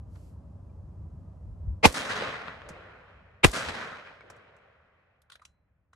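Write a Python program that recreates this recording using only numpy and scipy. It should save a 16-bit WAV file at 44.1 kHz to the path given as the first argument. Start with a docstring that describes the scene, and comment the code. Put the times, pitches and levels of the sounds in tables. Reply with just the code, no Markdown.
"""Over a low rumble, soft air and wind puffs (filtered noise), a rifle is shouldered: cloth slides, stock taps.
Two carbine shots sound, with one faint falling chirp before them and another after: each shot is a noise
swell with unsteady tones, a shock front and a thump, then a bolt snap, a ground tail, a long roll from the
woods that dulls with age and a hillside swell. Spent cases land as gritty noise with a thud, the first before
the second shot. At the end the rifle is lowered and its steel action clicks: noise snaps with damped modes."""
import sys
import numpy as np
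from scipy import signal
from scipy.io import wavfile

SR = 44100
rng = np.random.default_rng(int(sys.argv[2]) if len(sys.argv) > 2 else 0)


def waveform_to_disk(signal):
    """Save audio, clipped to [-1, 1], as 16-bit WAV at the path in sys.argv[1]."""
    frames = np.transpose(np.atleast_2d(signal))
    scaled = np.clip(frames, -1, 1) * 32767
    samples = np.round(scaled).astype(np.int16)
    wavfile.write(sys.argv[1], SR, samples)


N = 262565   # samples
TIME_S = np.arange(N) / SR
EDGES_HZ = 20 * 2 ** np.arange(0, 9.7, 1 / 3)   # third octaves
CENTRES_HZ = np.sqrt(EDGES_HZ[1:] * EDGES_HZ[:-1])


def from_db(db):
    """Amplitude ratio of a level in dB."""
    return 10 ** (np.asarray(db) / 20)


def left_right(lean_db):
    """Left and right gains that differ by lean_db."""
    return from_db([[lean_db / 2], [-lean_db / 2]])


def at_bands(points):
    """A table over frequency, read at the band centres."""
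    hz, value = np.transpose(points)
    return np.interp(np.log(CENTRES_HZ), np.log(hz), value)


def tilted(colour, tilt_db_per_octave):
    """A colour at the band centres with its treble raised or lowered."""
    return np.c_[CENTRES_HZ, at_bands(colour) + tilt_db_per_octave * np.log2(CENTRES_HZ)]


def band_gains(colour):
    """Gain of each band for a colour of total power 1."""
    hz, density_db = np.transpose(colour)
    log_hz_inside = np.linspace(np.log(EDGES_HZ[:-1]), np.log(EDGES_HZ[1:]), 9)
    density = from_db(np.interp(log_hz_inside, np.log(hz), density_db)) ** 2
    power = np.mean(density, axis=0) * np.diff(EDGES_HZ)
    return np.sqrt(power / power.sum())


def drift(knots_per_s, size):
    """Random wander with spread about 1, linear between random knots."""
    knots = rng.standard_normal(4096)
    return 1.2 * np.interp(np.arange(size) / SR * knots_per_s, np.arange(len(knots)), knots)


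# Stereo width of noise. Each row: frequency in Hz, left-right correlation.
LIKENESS = [(60, 0.94), (130, 1), (280, 0.91), (600, 0.34), (1280, 0.85), (2760, -0.37), (5930, 0.87),
            (12700, -0.38)]


def noise_bands(size, shared=1.0):
    """Third-octave bands of stereo noise, rms 1 each; shared scales the left-right correlation."""
    run_in = 6000   # samples for the filters to settle
    white = rng.standard_normal((2, 2, size + run_in))
    for k, alike in enumerate(np.clip(shared * at_bands(LIKENESS), -.99, .99)):
        sos = signal.butter(2, EDGES_HZ[k:k + 2], "band", fs=SR, output="sos")
        mid, side = signal.sosfilt(sos, white[k % 2])[:, run_in:]
        band = np.sqrt(1 + alike) * mid + np.sqrt(1 - alike) * side * [[1], [-1]]
        yield band / band.std()


def noise(colour, size):
    """Stereo noise of one colour, rms about 1."""
    return sum(gain * band for gain, band in zip(band_gains(colour), noise_bands(size)))


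def ring(t, hz, t60_s):
    """A sine that starts at t = 0 and loses 60 dB in t60_s."""
    t = np.maximum(t, 0)
    return np.sin(2 * np.pi * hz * t) * from_db(-60 * t / t60_s)


def swell(t, crest_s, build_s, dying_db_per_s, hold_s=0):
    """Builds up to 1 at the crest, holds, then dies at a steady rate."""
    rise = np.clip((t - crest_s) / build_s + 1, 0, 1) ** 2
    return rise * from_db(-dying_db_per_s * np.maximum(t - crest_s - hold_s, 0))


def contact(t, colour, rise_s, decay_s, tail_db, tail_s, grit_db=1.0):
    """A brief gritty touch with a faint tail from the ground around."""
    shape = np.exp(-np.maximum(t - rise_s, 0) / decay_s) + from_db(tail_db) * np.exp(-t / tail_s)
    grit = from_db(grit_db * drift(690, len(t)))
    return np.minimum(t / rise_s, 1) ** 2 * shape * grit * noise(colour, len(t))


def add(out, start_s, sound):
    """Mixes a sound in from the given time on."""
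    i = int(start_s * SR)
    out[:, i:i + sound.shape[-1]] += sound[..., :N - i]


# Spectra of far rumble, air in the trees, wind puffs. Each row: frequency in Hz, density in dB per Hz.
RUMBLE_COLOUR = [(12, -48), (20, -21), (43, -11), (81, 4), (97, 0), (114, -15), (144, -6), (350, -30),
                 (460, -66), (770, -120)]
AIR_COLOUR = [(180, -28.5), (300, 3.5), (411, -17.5), (505, 1), (749, -13), (823, -7), (905, -10.5),
              (995, -11.5), (1250, -18.5), (1600, -34.5), (2090, -47), (2410, -28), (2910, -37.5),
              (6500, -38.5), (11500, -42), (13000, -57.5)]
PUFF_COLOUR = [(20, -16), (45, -5), (70, 5.5), (120, -14.5), (250, -31.5), (600, -85)]
# Low puffs of wind. Each row: centre in seconds, level in dB, half length to 1/e in seconds.
PUFFS = [(1.52, -39.5, 0.074), (1.689, -29, 0.057), (2.652, -52, 0.12), (3.692, -45.5, 0.057),
         (5.494, -64.5, 0.028)]
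# Lasting drops near each shot, adding up. Each row: start in seconds, rumble change in dB, air change in dB.
HUSHES = [(1.82, -14.5, -21), (3.45, -11, -5)]
RUMBLE_DB, RUMBLE_WAVER_DB, RUMBLE_WAVER_KNOTS_PER_S = -45, 1.67, 5.9
AIR_DB, HUSH_FALL_S = -61.5, .17


def background():
    """Far rumble, soft air in the trees and wind puffs: one noise, its band powers summed."""
    rumble_change_db, air_change_db = 0, 0
    for start_s, rumble_db, air_db in HUSHES:
        fallen = np.clip((TIME_S - start_s) / HUSH_FALL_S, 0, 1)
        rumble_change_db = rumble_change_db + rumble_db * fallen
        air_change_db = air_change_db + air_db * fallen
    waver_db = RUMBLE_WAVER_DB * drift(RUMBLE_WAVER_KNOTS_PER_S, N)
    rumble = from_db(RUMBLE_DB + waver_db + rumble_change_db)
    air = from_db(AIR_DB + air_change_db)
    wind = sum(from_db(db) * np.exp(-((TIME_S - s) / half_s) ** 2) for s, db, half_s in PUFFS)
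    gains = zip(band_gains(RUMBLE_COLOUR), band_gains(AIR_COLOUR), band_gains(PUFF_COLOUR))
    out = 0
    for band, (rumble_gain, air_gain, wind_gain) in zip(noise_bands(N), gains):
        power = (rumble_gain * rumble) ** 2 + (air_gain * air) ** 2 + (wind_gain * wind) ** 2
        out = out + band * np.sqrt(power)
    return out


# Spectra of sliding sling and sleeve, and of the stock tap. Each row: frequency in Hz, density in dB per Hz.
SLIDE_COLOUR = [(1500, -12), (2600, 2), (3800, -9), (5200, 3.5), (6300, -16), (7600, 3), (9000, -3.5),
                (12500, -1.5)]
TAP_COLOUR = [(600, 0), (1500, 5), (2400, -13), (4000, -9), (7500, -23), (12000, -26)]
SLIDE_CREST_S, SLIDE_DB = .16, -71
SLIDE_BUILD_S, SLIDE_HOLD_S, SLIDE_DYING_DB_PER_S = 0.13, .13, 200
TAP_S, TAP_DB = .154, -55.5
STOCK_HZ, STOCK_DB, STOCK_T60_S = 1470, -62, .06


def shouldering():
    """Cloth slides as a noise swell; the wooden stock taps and rings briefly as the rifle comes up."""
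    out, t = np.zeros((2, N)), np.arange(SR // 8) / SR
    add(out, TAP_S, from_db(STOCK_DB) * ring(t, STOCK_HZ, STOCK_T60_S))
    slide = swell(TIME_S[:SR], SLIDE_CREST_S, SLIDE_BUILD_S, SLIDE_DYING_DB_PER_S, SLIDE_HOLD_S)
    add(out, 0, from_db(SLIDE_DB) * slide * noise(SLIDE_COLOUR, SR))
    tap = contact(t, TAP_COLOUR, rise_s=0.0029, decay_s=0.0071, tail_db=-21, tail_s=.02)
    add(out, TAP_S, from_db(TAP_DB) * tap)
    return out


# Faint chirps, perhaps a far bird. Each row: centre in seconds, pitch there in Hz, level in dB.
CHIRPS = [(.70, 2380, -76), (4.215, 2230, -50.5)]


def chirps(half_s=0.0053, fall_hz_per_s=5000):
    """Brief whistles that slide down in pitch under a bell-shaped level."""
    out = 0
    for centre_s, hz, db in CHIRPS:
        t = TIME_S - centre_s
        tone = np.sin(2 * np.pi * (hz - fall_hz_per_s * t / 2) * t)
        out = out + from_db(db) * np.exp(-(t / half_s) ** 2) * tone
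    return out


def surge(t, hz, swell_s, power, bass_lag_s=.009, fall_s=0.0042, treble_hz=9000):
    """Level of a blast at one pitch: the treble swells most steeply, the bass crests last."""
    age = t - swell_s - bass_lag_s * np.sqrt(100 / max(hz, 60))   # bass_lag_s holds at 100 Hz
    rise = np.clip(1 + age / swell_s, 0, 1) ** (power * (1 + hz / treble_hz))
    return rise * np.exp(-np.maximum(age, 0) / fall_s)


# Spectrum of each blast, one list per shot. Each row: frequency in Hz, density in dB per Hz.
BLAST_COLOURS = [
    [(35, -39), (60, -2), (319, -11), (468, -7.5), (751, -3.5), (880, -1.5), (1770, -23), (2030, -13.5),
     (2370, -4.5), (3810, -24.5), (4170, -16), (5720, -22), (7340, -27.5), (12300, -35), (13200, -42)],
    [(35, -31.5), (60, 9), (132, -1.5), (232, -14.5), (627, -4.5), (1230, -7.5), (2070, -8.5), (2430, -2.5),
     (2910, -11), (3180, -7.5), (4780, -30.5), (5350, -29), (6860, -19), (7670, -18.5), (13200, -34)],
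]
# Pitches that stand out, one list per shot. Each row: pitch in Hz, pitch wander in tenths of Hz,
# level in dB (used relative to the strongest).
BLAST_PEAKS = [
    [(446.5, 140, -2), (889, 27, -3), (973, 16, -6), (1927, 21, -12), (2103, 32, -7), (2410, 210, -6),
     (2610, 43, -8.5)],
    [(400.3, 300, 2), (2226, 34, -4), (2420, 99, -1), (2675, 47, -2.5), (3140, 49, -8)],
]
# Side each blast leans to, one list per shot. Each row: frequency in Hz, left over right in dB.
BLAST_LEANS = [
    [(60, -11), (110, -10), (200, -14), (360, -13.5), (650, -0.5), (1180, 7.5), (2140, 1), (3870, -4),
     (7020, 2), (12700, -8.5)],
    [(60, -1), (110, -0.5), (200, 5.5), (360, -14), (650, -17.5), (1180, -5), (2140, 2.5), (3870, 2.5),
     (7020, -3), (12700, 1.5)],
]


def blast(level_db, swell_s, power, colour, peaks, lean, tones_db=-4.0):
    """A noise burst swells to a crest and collapses, with a few pitches standing out."""
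    t, roar, tones = np.arange(SR // 8) / SR, 0, 0
    bands = noise_bands(len(t), shared=-0.11)
    for hz, gain, lean_db, band in zip(CENTRES_HZ, band_gains(colour), at_bands(lean), bands):
        shape = surge(t, hz, swell_s, power)
        burst = band * shape
        burst *= np.linalg.norm(shape) / np.linalg.norm(burst, axis=1, keepdims=True)   # exact energy
        sides = left_right(lean_db)
        roar = roar + gain * burst * sides / np.sqrt(np.mean(sides ** 2))
    strongest_db = np.max(peaks, axis=0)[2]
    for hz, wander_tenths_hz, db in peaks:
        wander_cycles = np.cumsum(drift(60, len(t))) * wander_tenths_hz / (10 * SR)
        tone = np.sin(2 * np.pi * (hz * t + rng.random() + wander_cycles))
        sides = left_right(np.interp(hz, CENTRES_HZ, at_bands(lean)))
        sides = sides / np.linalg.norm(sides)
        tones = tones + from_db(db - strongest_db) * tone * surge(t, hz, swell_s, power) * sides
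    return from_db(level_db) * (roar + from_db(tones_db) * tones)


def pressure_wave(crack_db, thump_db, swing_db, lean_db, left_late_s,
                  crack_s=0.0007, bounce_s=0.0061, bounce_db=-3, start_hz=380, thump_hz=68,
                  glide_s=0.0023, thump_s=0.011, swing_delay_s=.033, swing_hz=52, swing_t60_s=0.1):
    """A shock front and its bounce off the ground, then a thump that drops in pitch and a slow after-swing."""
    t = np.arange(SR // 4) / SR

    def front(u):
        return (u > 0) * (1 - u / crack_s) * np.exp(-u / crack_s)

    crack = front(t) + from_db(bounce_db) * front(np.maximum(t - bounce_s, 0))
    u = np.maximum(t - bounce_s / 2 - np.array([[left_late_s], [0]]), 0)
    cycles = thump_hz * u + (start_hz - thump_hz) * glide_s * (1 - np.exp(-u / glide_s))
    thump = np.sin(2 * np.pi * cycles) * np.exp(-u / thump_s) * left_right(lean_db)
    swing = ring(t - swing_delay_s, swing_hz, swing_t60_s)
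    return from_db(crack_db) * crack + from_db(thump_db) * thump + from_db(swing_db) * swing


# Spectrum of rough ground nearby. Each row: frequency in Hz, density in dB per Hz.
SCATTER_COLOUR = [(88, -36), (150, -7.5), (198, -6), (668, -2.5), (761, -18), (952, -7.5), (8950, -19.5),
                  (11800, -21), (13000, -42.5)]


def ground_scatter(near_db=-18, near_s=.015, far_db=-37, far_s=0.071, grain_db=2.0):
    """Clods and stubble throw back a short grainy tail with a fast and a slow decay."""
    t = np.arange(SR // 3) / SR
    shape = from_db(near_db) * np.exp(-t / near_s) + from_db(far_db) * np.exp(-t / far_s)
    return shape * from_db(grain_db * drift(400, len(t))) * noise(SCATTER_COLOUR, len(t))


# Spectrum of steel clicks before tilt, for bolt() and action(). Each row: frequency in Hz, density in dB per Hz.
CLICK_COLOUR = [(240, -57), (400, -25), (639, -2.5), (843, -40), (1080, 4), (1450, -2), (1860, -7.5),
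                (7140, -12), (13200, -30)]
BOLT_DELAY_S, BOLT_DB = 0.068, -38.5


def bolt(tilt_db_per_octave=8.0, decay_s=0.0064):
    """The action closes on the next round with one bright snap."""
    colour = tilted(CLICK_COLOUR, tilt_db_per_octave)
    snap = contact(TIME_S[:SR // 8], colour, rise_s=0.0024, decay_s=decay_s, tail_db=-20, tail_s=.02)
    return from_db(BOLT_DB) * snap


# Spectrum of the woods' echo. Each row: frequency in Hz, density in dB per Hz.
ROLL_COLOUR = [(24, -38), (40, -19.5), (108, -5.5), (141, -6.5), (228, -3.5), (389, -12), (439, 0),
               (930, -6), (1370, 0.5), (2630, -8.5), (3270, -10), (9260, -28.5), (11200, -40), (13000, -62)]
# Loss through air and foliage. Each row: frequency in Hz, loss in dB per unit of path (seconds ** loss_power).
PATH_LOSS = [(50, -12), (130, -6.5), (280, 6.5), (550, -6.5), (1200, -3), (2400, -3), (4000, 11.5),
             (6500, 38.5), (9000, 57), (12000, 71)]
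# Brief bumps and dips in the roll. Each row: delay in seconds, level change in dB.
ROLL_BUMPS = [(0.0896, 0.5), (0.096, -3), (0.1146, -9), (.628, 7.5), (0.764, 12), (0.859, 3)]
# Stands of trees answering every shot. Each row: crest delay in seconds, level in dB, build-up in seconds,
# dying in dB per second.
STANDS = [(0.09, -32, 0.011, 39), (.116, -32.5, 0.016, 100), (0.249, -30, 0.038, 214),
          (0.304, -32.5, 0.024, 50.5), (0.373, -36.5, 0.13, 56), (0.524, -48, .015, 260),
          (.625, -45.5, .03, 194), (.9, -52.5, 0.4, 22.5)]
LATE_FROM_S = 0.25


def roll(late_db, loss_power=0.82, colour_age_s=.27, grain_db=1.93, patchy_db=1.2, bump_s=0.00082):
    """Stands of trees return the shot from countless trunks; the later an echo, the more treble it has lost."""
    age = TIME_S
    power = sum((from_db(db) * swell(age, delay_s, build_s, dying)) ** 2
                for delay_s, db, build_s, dying in STANDS)
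    level_db = np.where(age > LATE_FROM_S, late_db, 0)
    level_db = level_db + grain_db * drift(450, N) / (1 + age)   # single echoes merge as they crowd
    for delay_s, change_db in ROLL_BUMPS:
        level_db = level_db + change_db * np.exp(-((age - delay_s) / bump_s) ** 2)
    path = age ** loss_power - colour_age_s ** loss_power   # 0 where ROLL_COLOUR holds
    out = 0
    for gain, loss_db, band in zip(band_gains(ROLL_COLOUR), at_bands(PATH_LOSS), noise_bands(N)):
        out = out + gain * band * from_db(patchy_db * drift(22, N) - loss_db * path)
    return out * np.sqrt(power) * from_db(level_db)


# Spectrum of the hillside echo. Each row: frequency in Hz, density in dB per Hz.
HILL_COLOUR = [(50, -14.5), (90, 5), (180, -7.5), (350, -3.5), (520, 5.5), (800, -12.5), (1300, -11.5),
               (2500, -55)]
HILL_DELAY_S, HILL_DB, HILL_BUILD_S, HILL_DYING_DB_PER_S = 0.8, -51, 0.034, 33.5


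def hillside(late_db):
    """A far hillside returns a dull, hollow swell: mostly bass and low middle survive the way."""
    age = TIME_S[:3 * SR]
    shape = swell(age, HILL_DELAY_S, HILL_BUILD_S, HILL_DYING_DB_PER_S)
    return from_db(HILL_DB + late_db) * shape * noise(HILL_COLOUR, len(age))


# Spent cases land and bounce. Each row: time in seconds, level in dB before trim, decay in seconds,
# thud in dB against the level, treble tilt in dB per octave.
CASES = [(2.6885, -37, 0.008, 9, 1), (4.3004, -39.5, 0.0066, -18, 0), (4.364, -61, 0.006, -9, 3),
         (4.565, -63, 0.0056, -8, 2), (4.5844, -75, 0.006, -8, 1)]
# Spectrum of the landing before tilt. Each row: frequency in Hz, density in dB per Hz.
CASE_COLOUR = [(200, 1), (1500, 2), (4000, -15.5), (6500, -3.5), (9000, -14.5), (13000, -23)]


def cases(trim_db=-5.5, thud_hz=170, thud_t60_s=0.031, thud_delay_s=.02):
    """Brass cases drop into dry stalks (gritty crunch) and soft soil (low thud)."""
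    out, t = np.zeros((2, N)), np.arange(SR // 3) / SR
    for s, db, decay_s, thud_db, tilt_db in CASES:
        colour = tilted(CASE_COLOUR, tilt_db)
        crunch = contact(t, colour, rise_s=0.0032, decay_s=decay_s, tail_db=-25, tail_s=0.056)
        thud = from_db(thud_db) * ring(t - thud_delay_s, thud_hz, thud_t60_s)
        add(out, s - .002, from_db(db + trim_db) * (crunch + thud))
    return out


# Handling the action. Each row: time in seconds, level in dB before trim, decay in seconds,
# ring in dB against the level, treble tilt in dB per octave.
CLICKS = [(5.2165, -62, 0.0043, -24, 10), (5.299, -45.5, 0.0039, -23, 2.5), (5.3173, -46, 0.012, -8.5, 1.5),
          (5.3537, -46.5, 0.0043, -27, 0.5), (5.3943, -55, 0.0039, -18, -5.5),
          (5.4167, -52, 0.012, -16, -3), (5.4504, -42, 0.0033, -24, 5), (5.9306, -54, 0.0064, -17, -1)]
# Ringing modes of the steel. Each row: pitch in Hz, level in dB before random spread, 60 dB decay in seconds.
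STEEL = [(1420, 0, 0.16), (1920, -8, .12), (3950, -1.5, 0.15), (4030, -8.5, 0.41), (5949, -26, .4),
         (9200, -12, 0.24)]


def action(trim_db=-3.0, uneven_db=8.0, mode_spread_db=2.2, choke_s=.008):
    """Steel parts snap together, each with its own colour, and ring until the next touch damps them."""
    out, t = np.zeros((2, N)), np.arange(SR // 2) / SR
    next_touches_s = [row[0] for row in CLICKS[1:]] + [N / SR]
    for (s, db, decay_s, ring_db, tilt_db), next_s in zip(CLICKS, next_touches_s):
        colour = tilted(CLICK_COLOUR, tilt_db)
        colour[:, 1] += rng.normal(0, uneven_db, len(CENTRES_HZ))
        snap = contact(t, colour, rise_s=0.0037, decay_s=decay_s, tail_db=-17.5, tail_s=.022)
        steel = sum(from_db(mode_db + rng.normal(0, mode_spread_db)) * ring(t, hz, t60_s)
                    for hz, mode_db, t60_s in STEEL)
        damping = np.exp(-np.maximum(s + t - next_s, 0) / choke_s)
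        add(out, s - .001, from_db(db + trim_db) * (snap + from_db(ring_db) * steel * damping))
    return out


# The shots. Each row: crest in seconds (before bass lag), swell length in seconds, swell power, blast in dB,
# crack in dB, thump in dB, after-swing in dB, thump left over right in dB, thump lag on the left in seconds,
# late echoes in dB.
SHOTS = [(1.855, .030, 1.1, -7, 1.5, -11, -30.5, -13, 0.00046, 1.5),
         (3.4452, .018, 1.4, -7.5, -2.5, -13.5, -19.5, 5.5, .0026, -4.5)]


def scene():
    """Shots with their echoes, over the small sounds and the background."""
    out = background() + shouldering() + cases() + action() + chirps()
    for shot, colour, peaks, lean in zip(SHOTS, BLAST_COLOURS, BLAST_PEAKS, BLAST_LEANS):
        crest_s, swell_s, power, blast_db, *wave, late_db = shot
        add(out, crest_s - swell_s, blast(blast_db, swell_s, power, colour, peaks, lean))
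        add(out, crest_s, pressure_wave(*wave))
        add(out, crest_s + BOLT_DELAY_S, bolt())
        add(out, crest_s, ground_scatter())
        add(out, crest_s, roll(late_db))
        add(out, crest_s, hillside(late_db))
    return out


def record(dry, ceiling=.84, cutoff_hz=12800):
    """The blasts overload the microphone, which rounds their peaks; a steep low-pass cuts the top."""
    rounded = dry / (1 + (dry / ceiling) ** 8) ** .125
    low_pass = signal.ellip(10, .2, 70, cutoff_hz, fs=SR, output="sos")
    return signal.sosfilt(low_pass, rounded)


dry = scene()
out = record(dry)
waveform_to_disk(out)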